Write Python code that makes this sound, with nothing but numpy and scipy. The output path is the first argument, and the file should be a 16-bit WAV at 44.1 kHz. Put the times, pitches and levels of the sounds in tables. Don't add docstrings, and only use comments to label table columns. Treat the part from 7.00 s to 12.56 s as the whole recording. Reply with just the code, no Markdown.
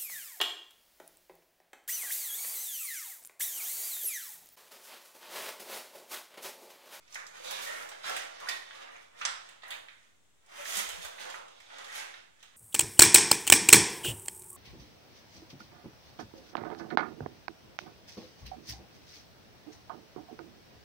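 import sys
import numpy as np
from scipy import signal
from scipy.fft import rfft, irfft, next_fast_len
from scipy.io import wavfile

SR = 44100
rng = np.random.default_rng(int(sys.argv[2]) if len(sys.argv) > 2 else 0)


def put_to_file(sound):
    columns = np.atleast_2d(sound).T
    safe = np.clip(columns, -1, 1)
    whole_steps = np.round(safe * 32767)
    wavfile.write(sys.argv[1], SR, whole_steps.astype(np.int16))


def undo_db(level):
    steps = np.asarray(level, float) / 20
    return 10 ** steps


N = 245371
SIZE = next_fast_len(N + SR)
HZ = np.maximum(np.arange(SIZE // 2 + 1) * SR / SIZE, 1)
TAIL, STAY = 20480, 8192


def on_hz(table, hz=HZ):
    table_hz, value = np.array(table).T
    return np.interp(np.log(hz), np.log(table_hz), value)


def shape(x, gain):
    return irfft(rfft(x, SIZE) * gain, SIZE)[..., :N]


def causal(db):
    size = 2 * len(db) - 2
    cepstrum = irfft(np.log(undo_db(db)))
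    cepstrum[1:size // 2] *= 2
    cepstrum[size // 2 + 1:] = 0
    return np.exp(rfft(cepstrum))


def pair(size, likeness):
    mid, side = rfft(rng.standard_normal((2, size)))
    c = np.clip(on_hz(likeness, np.linspace(1, SR / 2, len(mid))), -.98, .98)
    return np.sqrt((1 + c) / 2) * mid + np.sqrt((1 - c) / 2) * side * np.array([[1], [-1]])


# frequency in Hz, level in dB per Hz.
QUIET = [(15, -22), (25, -21), (33, -12), (80, 1), (108, -4.5), (153, -5.5), (190, -8.5), (416, -11.5),
         (936, -15), (3500, -17), (5000, -21.5), (7920, -16), (10700, -27.5), (14400, -31), (16000, -27)]
# frequency in Hz, likeness from -1 to 1.
QUIET_LIKENESS = [(60, -0.57), (130, -0.51), (640, 0.26), (1400, -0.0025)]


def quiet(level_db=-69.5):
    hiss = irfft(pair(SIZE, QUIET_LIKENESS) * undo_db(on_hz(QUIET)), SIZE)[:, :N]
    return undo_db(level_db) * hiss / hiss.std()


# frequency in Hz, time to fall by 60 dB in seconds.
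ROOM_T60 = [(300, 0.52), (750, 0.78), (1900, 0.44), (3700, 0.57), (7000, 0.46), (12500, 0.29)]
# frequency in Hz, likeness from -1 to 1.
LIKENESS = [(60, -0.95), (300, -0.88), (640, -0.88), (1400, -0.099), (3000, -0.061), (7000, -0.017)]
# seconds after the direct sound, left level in dB, right level in dB.
ECHOES = [
    (0, -2.5, -3),
    (.0016, -24, -7),
    (.0042, -9.5, -32),
    (.0058, -13, -13.5),
    (.0083, -6, -8),
]


def answer(direct_db, wet_db, gap_s=0.0017, lag_s=.00039, early=0.87, early_s=0.0045, beam_db=-1.5):
    t, hz = np.arange(TAIL) / SR, np.linspace(1, SR / 2, TAIL // 2 + 1)
    noise, tail = pair(TAIL, LIKENESS), 0
    centres = 100 * 2 ** np.arange(0, 7.6, 1.25)
    for centre_hz, row in zip(centres, np.eye(len(centres))):
        fade = undo_db(-60 * t / on_hz(ROOM_T60, centre_hz)) * np.clip(t / gap_s, 0, 1)
        near = early * min(centre_hz / 3000, 2.2) * np.exp(-t / early_s)
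        fade *= undo_db(beam_db * min(centre_hz / 6000, 1)) + near
        tail = tail + irfft(noise * on_hz(list(zip(centres, row)), hz)) * fade
    out = undo_db(wet_db) * tail / np.sqrt(np.sum(tail ** 2, axis=1, keepdims=True))
    strays_s = 0.0007 * rng.random((len(ECHOES), 2))
    for (s, left_db, right_db), stray_s in zip(ECHOES, strays_s):
        out[0, int((s + (s > 0) * stray_s[0]) * SR)] -= undo_db(direct_db + left_db)
        out[1, int((s + lag_s) * SR)] += undo_db(direct_db + right_db)
    return out


# frequency in Hz, left minus right in dB.
LEAN = [(60, -4), (110, 3.5), (200, -2), (380, -0.5), (700, -1.5), (1290, -4.5), (2380, -4), (4400, -6),
        (8120, -7.5), (15000, 0)]


def lean(x):
    return shape(x, undo_db(on_hz(LEAN) * np.array([[.5], [-.5]])))


def room(x, direct_db, wet_db):
    padded = np.pad(x, (STAY, 2 * STAY))
    out = np.zeros((2, N + 3 * STAY + TAIL))
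    crossfade = np.sin(np.pi * np.arange(2 * STAY) / (2 * STAY))
    for i in range(0, N + STAY, STAY):
        piece = padded[i:i + 2 * STAY] * crossfade
        reply = signal.fftconvolve(piece[None], answer(direct_db, wet_db), axes=1)
        out[:, i:i + 2 * STAY + TAIL - 1] += reply
    return lean(out[:, STAY:STAY + N])


def arrivals(x, gain_db=7, echo_db=-2):
    out = 0
    for s, left_db, right_db in ECHOES:
        port_db = np.array([[left_db], [right_db]])
        out = out + np.roll(x, int(s * SR)) * undo_db(gain_db + (s > 0) * echo_db + port_db)
    return lean(np.array([-np.roll(out[0], -17), out[1]]))


# start in seconds, peak in dB, pitch in Hz.
BUMPS = [
    (1.491, -80, 78.1),
    (2.252, -67, 188),
    (3.749, -55, 40.4),
    (3.768, -48.5, 206),
    (3.8, -51.5, 211),
    (3.87, -59, 60),
    (3.929, -54, 54.7),
    (3.978, -54.5, 158),
    (4.041, -55, 70),
    (4.219, -73, 75),
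]


def bumps(rise_s=0.012, gain_db=6):
    t, out = np.arange(N) / SR, 0
    for s, db, hz in BUMPS:
        age = np.maximum(t - s, 0)
        swell = age / rise_s * np.exp(1 - age / rise_s)
        out = out + undo_db(db + gain_db) * swell * np.sin(2 * np.pi * hz * age)
    return out * np.array([[1], [-.78]])


# time in seconds, pitch in Hz, level in dB, third partial in dB over the first.
SQUEAKS = [
    [(.62, 562, -54, -12), (.645, 567.6, -35.5, -28), (.67, 606.5, -44.5, 10), (.7, 635, -49, 8),
     (.74, 641, -43, -27), (.78, 654, -93, 32)],
    [(3.58, 565.7, -37.5, -7), (3.61, 603, -41, -8), (3.66, 576, -88, -28)],
]


def squeaks(wobble=0.0094):
    t, out = np.arange(N) / SR, 0
    waver = np.interp(t, np.arange(0, 6, .006), rng.standard_normal(1000))
    for s, hz, db, third_db in map(np.transpose, SQUEAKS):
        pitch = np.interp(t, s, hz) * (1 + wobble * waver)
        phase = 2 * np.pi * np.cumsum(pitch) / SR
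        tone = np.sin(phase) + undo_db(np.interp(t, s, third_db)) * np.sin(3 * phase)
        out = out + undo_db(np.interp(t, s, db, -140, -140)) * tone
    return out


def rings(table, rise_s, partner=1.047, partner_db=-5):
    t, out = np.arange(4096) / SR, np.zeros(N)
    for s, hz, db, t60 in table:
        tone = np.sin(2 * np.pi * hz * t) + undo_db(partner_db) * np.sin(2 * np.pi * partner * hz * t)
        fade = undo_db(db - 2.5 - 60 * t / t60) * (1 - np.exp(-t / rise_s))
        out[int(s * SR):][:4096] += fade * tone
    return out


# start in seconds, pitch in Hz, peak in dB, time to fall by 60 dB in seconds.
RINGS = [(.156, 1350, -39, 0.0075), (.447, 3690, -33, 0.025), (.47, 3760, -30.5, 0.02),
         (.495, 3670, -36, 0.023), (.525, 3600, -31, 0.016), (.538, 3840, -27, 0.015),
         (.51, 1054, -32.5, .04), (.705, 1386, -31.5, 0.035), (.77, 1090, -38.5, 0.04),
         (.81, 1336, -34, 0.04), (1.06, 1635, -27, .04), (1.078, 1620, -38, 0.026),
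         (1.415, 1114, -31, 0.07), (1.443, 1080, -32, 0.036), (1.52, 3580, -35, .02),
         (2.243, 1220, -36, 0.027), (3.9, 2980, -33.5, 0.05), (.665, 1875, -31.5, 0.065),
         (.69, 1815, -38, 0.035), (.748, 1860, -42, 0.018), (1.555, 1920, -44, 0.037),
         (1.62, 1950, -41, 0.03), (.19, 1710, -38, 0.037), (.225, 1900, -48, 0.026),
         (1.042, 1430, -31.5, 0.019), (1.472, 1530, -40, .02), (1.491, 1890, -25.5, 0.084),
         (2.2128, 1270, -25, 0.015), (2.2515, 5900, -36, 0.002), (2.2516, 5000, -16, 0.0023),
         (2.7175, 3600, -29, 0.0099), (1.52, 1990, -39, 0.026), (3.79, 2060, -24, 0.019),
         (2.706, 3300, -34, 0.0065), (.4, 510, -41, 0.098), (.435, 520, -42, 0.068),
         (0.481, 523, -37.5, 0.096), (1.955, 2250, -39, 0.02), (4.96, 860, -36, 0.12),
         (2.885, 1880, -45, 0.012), (3.771, 6600, -26, .02), (4.343, 1235, -32, 0.015)]


def knocks():
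    return rings(RINGS, .00005)


# start in seconds, pitch in
# Hz, peak in dB, time to fall by 60 dB in seconds.
PINGS = [(.0785, 5200, -45, .0015), (.079, 2000, -56, .01), (.1255, 5670, -40, .006),
         (.14, 7500, -38, 0.0048), (.3577, 5000, -48, .005), (.156, 2060, -29.5, 0.016),
         (1.428, 1190, -48, 0.0089), (1.709, 1540, -37, 0.0068), (1.472, 1500, -35.5, 0.03),
         (1.4872, 8260, -34, .006), (1.4885, 4850, -26, 0.013), (1.4865, 1980, -25, 0.0098),
         (1.6915, 8300, -44, .0013), (1.8846, 4910, -47, .005), (1.9649, 6300, -43, .003),
         (2.0138, 5000, -46, .002), (2.2145, 5830, -31, 0.0045), (2.257, 5300, -20, 0.0034),
         (.2665, 5100, -36, 0.0051), (.144, 8200, -33, 0.0046), (2.634, 880, -44, 0.006),
         (1.519, 3560, -31, .008), (2.2133, 1490, -44, 0.0051), (2.2516, 5960, -10, 0.003),
         (2.2518, 1920, -26, 0.005), (2.253, 3180, -19, 0.0035), (2.259, 7100, -20, 0.0034),
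         (2.7115, 2000, -35, 0.0046), (2.885, 2500, -40, .005), (2.2124, 2300, -35, .004),
         (3.771, 10200, -23, 0.0076), (3.775, 15200, -36, .006), (4.3435, 2000, -36, .008),
         (5.03, 2200, -43, .006), (2.687, 1810, -44, 0.013), (2.7062, 7000, -47, 0.0031),
         (2.7075, 3390, -34, 0.012), (2.718, 3400, -30, 0.0097), (2.723, 2150, -31, 0.013),
         (3.4904, 4000, -58, .005), (3.657, 1710, -32.5, .012), (3.755, 3500, -28, .006),
         (3.776, 7600, -28, .008), (3.888, 4770, -36, .006), (4.6653, 3600, -45.5, .006),
         (4.7421, 3960, -44, 0.0052), (4.9536, 2940, -41, .008), (5.406, 6000, -62, .004),
         (5.427, 5950, -51, .005), (5.434, 1170, -62, .02),
         (.0787, 3300, -48, .002), (.1565, 2900, -36, .006), (.512, 3000, -31, .002),
          (.673, 2400, -33, .003), (.697, 2600, -31, .003), (1.6917, 5800, -47, .0015),
          (2.0136, 9000, -49, .0013), (2.74, 2300, -36, .012), (2.755, 2400, -38, .01)]


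def clicks():
    return rings(PINGS, 0.00053)


# start in seconds, peak in dB, pitch in Hz.
TICKS = [
    [(0.3562, -37, 1890), (0.451, -32, 3610)],
    [(1.1654, -26, 1560)],
    [(1.89, -36, 1910), (1.9608, -43, 2230), (2.1574, -49, 1770)],
    [(4.1822, -35, 1800), (4.2954, -31, 1560), (4.3428, -33, 1550), (4.6032, -48, 2020), (4.702, -44, 1880),
     (4.8976, -36, 1820), (4.9584, -32, 1910), (5.4054, -44, 3390)],
]


def ticks(gain_db=-9, cycles=14):
    table = [(s, hz, db + gain_db, cycles / hz) for handful in TICKS for s, db, hz in handful]
    return rings(table, 0.00022)


BAND_HZ = [750, 1900, 3700, 7000, 12500]
OCTAVES = np.log2(np.array(BAND_HZ) / 1000)
BAND_WIDTH_HZ = [900, 1400, 2500, 4800, 5500]
# frequency in Hz, level in dB per Hz.
FILM = [(71, -63), (120, -20.5), (256, -15.5), (402, -9.5), (445, -9.5), (503, -4.5), (949, -7),
        (1090, -6.5), (1720, -4), (1860, -1), (2430, -6.5), (3520, -9), (5750, -11), (6500, -9),
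        (16000, -16)]


def creases(table, run_s, tear, gain_db, skirt_db=-36, steeper_above=1.66, top_db=-5.0, thin_db=-6.0):
    t, hz = np.arange(4096) / SR, np.linspace(1, SR / 2, 2049)
    usual_db = on_hz(FILM, np.array(BAND_HZ)) + 10 * np.log10(np.array(BAND_WIDTH_HZ) / (SR / 2))
    film_db = on_hz(FILM, hz) - on_hz(list(zip(BAND_HZ, usual_db)), hz)
    film_db += thin_db * np.log2(np.maximum(BAND_HZ[0] / hz, 1))
    octave = np.clip(np.log2(hz / 1000), OCTAVES[0], OCTAVES[-1])
    film_db += top_db * np.interp(octave, OCTAVES[-2:], [0, 1])
    out = np.zeros(N + 4096)
    for (s, db, centre, narrow_db), noise in zip(table, rng.standard_normal((len(table), 4096))):
        steepness = np.where(octave > centre, steeper_above, 1)
        hump_db = np.maximum(-narrow_db * (octave - centre) ** 2 * steepness, skirt_db)
        snap = (t == 0) + tear * noise * np.exp(-t / run_s)
        snap = rfft(snap / np.linalg.norm(snap))
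        out[int(s * SR):][:4096] += undo_db(gain_db) * irfft(snap * causal(film_db + db + hump_db))
    return out[:N]


# start in seconds, energy in dB, centre in octaves over 1 kHz,
# narrowness in dB per octave squared.
TEARS = [(0.4455, -18.5, 0, 0.5), (0.889, -20, 2.5, 2), (0.915, -15, 0.53, 1.5), (1.042, -8, 1.06, 4.5),
         (1.0644, -17.5, 2.2, 1.5), (1.094, -15.5, 3, -1), (1.135, -11, 6, 5), (1.4005, -22, 0.7, 0.5),
         (1.426, -14, 0.5, 4.5), (1.4735, -9, .5, 14), (1.4895, -7, 1.5, 0.9), (1.52, -16, -2, 16),
         (1.708, -19.5, 1.5, 16), (1.819, -19.5, 1, 2), (2.189, -27, 2, 2), (2.62, -22.5, 1.55, 7),
         (2.6338, -15, 0.5, 2), (2.68, -25, 4, 8), (3.6535, -15.5, 1.9, 2.5), (3.7524, -9, 4.5, 1),
         (3.7693, -5.5, 4.5, 0.5), (3.889, -13.5, 1.4, 0), (4.049, -15, 1.5, 0.2), (4.183, -16.5, 1.1, 7),
         (0.622, -20, 3.5, 1), (4.2995, -16.5, 2, 3), (4.702, -23, 0.6, 3.5), (4.956, -16.5, 1.5, 0.5),
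         (5.0293, -19, -0.1, 2), (5.1394, -17, 1.22, 6.5)]


def tears():
    return creases(TEARS, 0.0045, 0.086, 0.13)


# start in seconds, energy in dB, centre in octaves over 1 kHz,
# narrowness in dB per octave squared.
CRACKS = [(0.0785, -30, 1.9, 7), (0.1255, -24, 2.55, 11), (0.1435, -14.5, 2.4, 3), (0.1558, -5.5, 0.82, 7),
          (0.2662, -23.5, 2.65, 4), (0.5095, -17.5, 2, -1.5), (1.1645, -7, 0.31, 0.5),
          (1.168, -18, 3.9, 2.5), (1.0955, -21, 3.9, 3), (1.4868, -4.5, 1.76, 4), (2.2123, -4, 0.51, 11),
          (2.2165, -11, 1.25, 4.5), (2.2516, -3.5, 1.08, 3.5), (2.2518, -2.5, 2.58, 18.5),
          (2.252, -8, 2.32, 18), (2.4895, -25.5, 1.3, 1), (2.706, -13, 1.46, 2), (2.7062, -17, 4.3, 4.5),
          (2.7178, -17.5, 0.51, 3.5), (2.885, -16, 1.15, 8), (3.462, -39.5, 3.3, 2),
          (4.3425, -7, 0.62, 6.5), (4.481, -28, 2.2, 5), (4.6025, -24.5, 1.24, 1.5),
          (4.784, -17.5, 1.34, 1.5), (4.8437, -17.5, 0.67, 1), (5.428, -28.5, 1.2, 0.2)]


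def cracks():
    return creases(CRACKS, 0.00054, 0.24, 0.35)


def gestures(t, table, spread_db, pivot, rise_s, fall_s):
    s, held_s, db, bright_db = np.array(table).T[:, :, None]
    away = np.maximum((s - t) / rise_s, (t - s - held_s) / fall_s)
    course_db = db - 20 * np.maximum(away, 0)
    region_db = np.array(spread_db) + bright_db * (OCTAVES - pivot)
    return (undo_db(region_db) ** 2).T @ undo_db(course_db) ** 2


# full strength reached in seconds, hold in seconds, level in dB,
# brightness in dB per octave.
SHIFTS = [(.0, 0.0092, -65.5, 0), (.13, 0.1, -57.5, -9), (.35, 0.018, -49.5, -4), (.44, 0.093, -49, -5.5),
          (.57, 0.033, -45, 2), (.67, 0.077, -41.5, 3.5), (.8, 0.056, -49, -2), (.9, 0.069, -57, -3),
          (1.045, 0.034, -44.5, 2.5), (1.09, 0.039, -41, -1.5), (1.2, 0.076, -52.5, -7),
          (1.41, 0.11, -46.5, 0.5), (1.73, 0.11, -50, -1), (1.84, 0.12, -53, 0), (2.215, 0.012, -43.5, 1),
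          (2.4, 0.087, -65, 7.5), (2.69, 0.029, -46, 2), (2.9, .15, -71.5, 7.5), (3.515, .03, -61, 0),
          (3.57, 0.093, -45.5, 3), (4.23, .05, -53, -3), (1.03, .01, -56, 3), (3.69, 0.1, -39.5, 1),
          (3.9, 0.06, -49.5, 0), (4.02, 0.036, -47.5, -0.5), (4.195, 0.086, -45.5, -3),
          (4.36, 0.038, -55.5, -12.5), (4.72, 0.06, -55.5, 3), (4.79, 0.13, -49, 3), (4.949, 0.048, -45, 7),
          (5.05, 0.05, -57, -5), (5.36, 0.039, -68, 6.5), (5.53, .05, -62.5, 4)]
GRIPS = [(.0, 0.041, -67.5, -5), (.125, 0.041, -52.5, -2), (.35, 0.058, -52.5, -2.5), (.45, 0.089, -45, 0),
         (.56, 0.096, -46, -7.5), (.63, 0.017, -45.5, 6.5), (.71, 0.12, -53.5, 3), (.93, 0.039, -60, -5),
         (1.045, 0.14, -43.5, -3.5), (1.3, 0.26, -56, -9.5), (1.44, 0.075, -50, -2.5),
         (1.64, 0.073, -57.5, -9.5), (1.74, 0.07, -54, -4), (1.92, 0.11, -62.5, -4.5),
         (2.202, 0.11, -51, -3.5), (2.4, 0.12, -62.5, -11), (2.705, 0.035, -70, 2), (3.56, 0.048, -53, 1.5),
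         (3.681, 0.07, -39.5, 4), (3.772, 0.025, -40.5, 4), (3.505, .03, -59.5, -10.5),
         (3.61, 0.034, -55, 3), (1.5, 0.035, -56.5, 5), (2.71, 0.023, -64, 8), (3.86, 0.13, -52.5, -0.5),
         (4.02, 0.018, -45.5, 0), (4.195, 0.04, -46.5, -2.5), (4.29, 0.071, -53.5, -2),
         (4.5, 0.32, -61, -9), (4.71, 0.05, -58, -11), (4.8, 0.15, -62, 1), (4.959, 0.0081, -47, 2.5),
         (5.05, 0.12, -57.5, -8), (5.405, 0.04, -63.5, -7)]
TOYS_DB = [-0.5, -2.5, -13, -22, -51]
FINGERS_DB = [-22, -44, 1, -3.5, -6.5]


def handling(rest_db=-91):
    t = np.arange(0, N / SR + .01, .002)
    toys = gestures(t, SHIFTS, TOYS_DB, pivot=0.23, rise_s=0.098, fall_s=0.097)
    fingers = gestures(t, GRIPS, FINGERS_DB, pivot=1.894, rise_s=0.063, fall_s=0.09)
    level = np.sqrt(toys + fingers + undo_db(rest_db) ** 2)
    return [np.interp(np.arange(N) / SR, t, row) for row in level]


def bands(trains):
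    out = 0
    for train, row in zip(trains, np.eye(len(BAND_HZ))):
        gain = undo_db(on_hz(FILM)) * np.sqrt(on_hz(list(zip(BAND_HZ, row))))
        out = out + shape(train, gain / np.sqrt(np.mean(gain ** 2)))
    return out


def crinkle(per_s=2500, scatter_db=4.5, largest=4.07, shared=0.38, flutter_db=1.9, effort_db=-1.7):
    chance, sign, size = rng.random((6, 3, N)).transpose(1, 0, 2)
    sizes = undo_db(scatter_db * np.minimum(-np.log(1 - size), largest))
    snaps = (chance < per_s / SR) * np.sign(sign - .5) * sizes
    snaps /= snaps.std(axis=1, keepdims=True)
    flurry = np.interp(np.arange(N) / SR, np.arange(0, 6, .012), rng.standard_normal(500))
    effort = undo_db(effort_db + flutter_db * flurry)
    trains = []
    for own, level in zip(snaps[:-1], handling()):
        mixed = np.sqrt(shared) * snaps[-1] + np.sqrt(1 - shared) * own
        trains.append(mixed * level * effort)
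    return bands(trains)


def scene():
    cracking, ticking = cracks(), ticks()
    sharp = cracking + tears() + knocks() + undo_db(1) * ticking
    aimed = clicks() + undo_db(-23.5) * cracking + ticking
    rustle = room(crinkle() + squeaks(), direct_db=-16.0, wet_db=-2.3)
    return rustle + room(sharp, direct_db=-13.0, wet_db=-2.3) + arrivals(aimed) + bumps() + quiet()


# resonance in Hz, width in Hz, boost in dB.
PORTS = [
    (1930, 1170, 1),
    (3600, 610, 3),
    (4250, 1100, -2.5),
    (6600, 280, 1),
]


def ports(x):
    ports_db = sum(db / (1 + (2 * (HZ - hz) / width) ** 2) for hz, width, db in PORTS)
    return shape(x, undo_db(ports_db) * (HZ < 15800)) - .0004


def roll_off(x):
    return signal.sosfilt(signal.butter(12, 16180, fs=SR, output="sos"), x)


def record(dry):
    return roll_off(ports(dry))


dry = scene()
out = record(dry)
put_to_file(out)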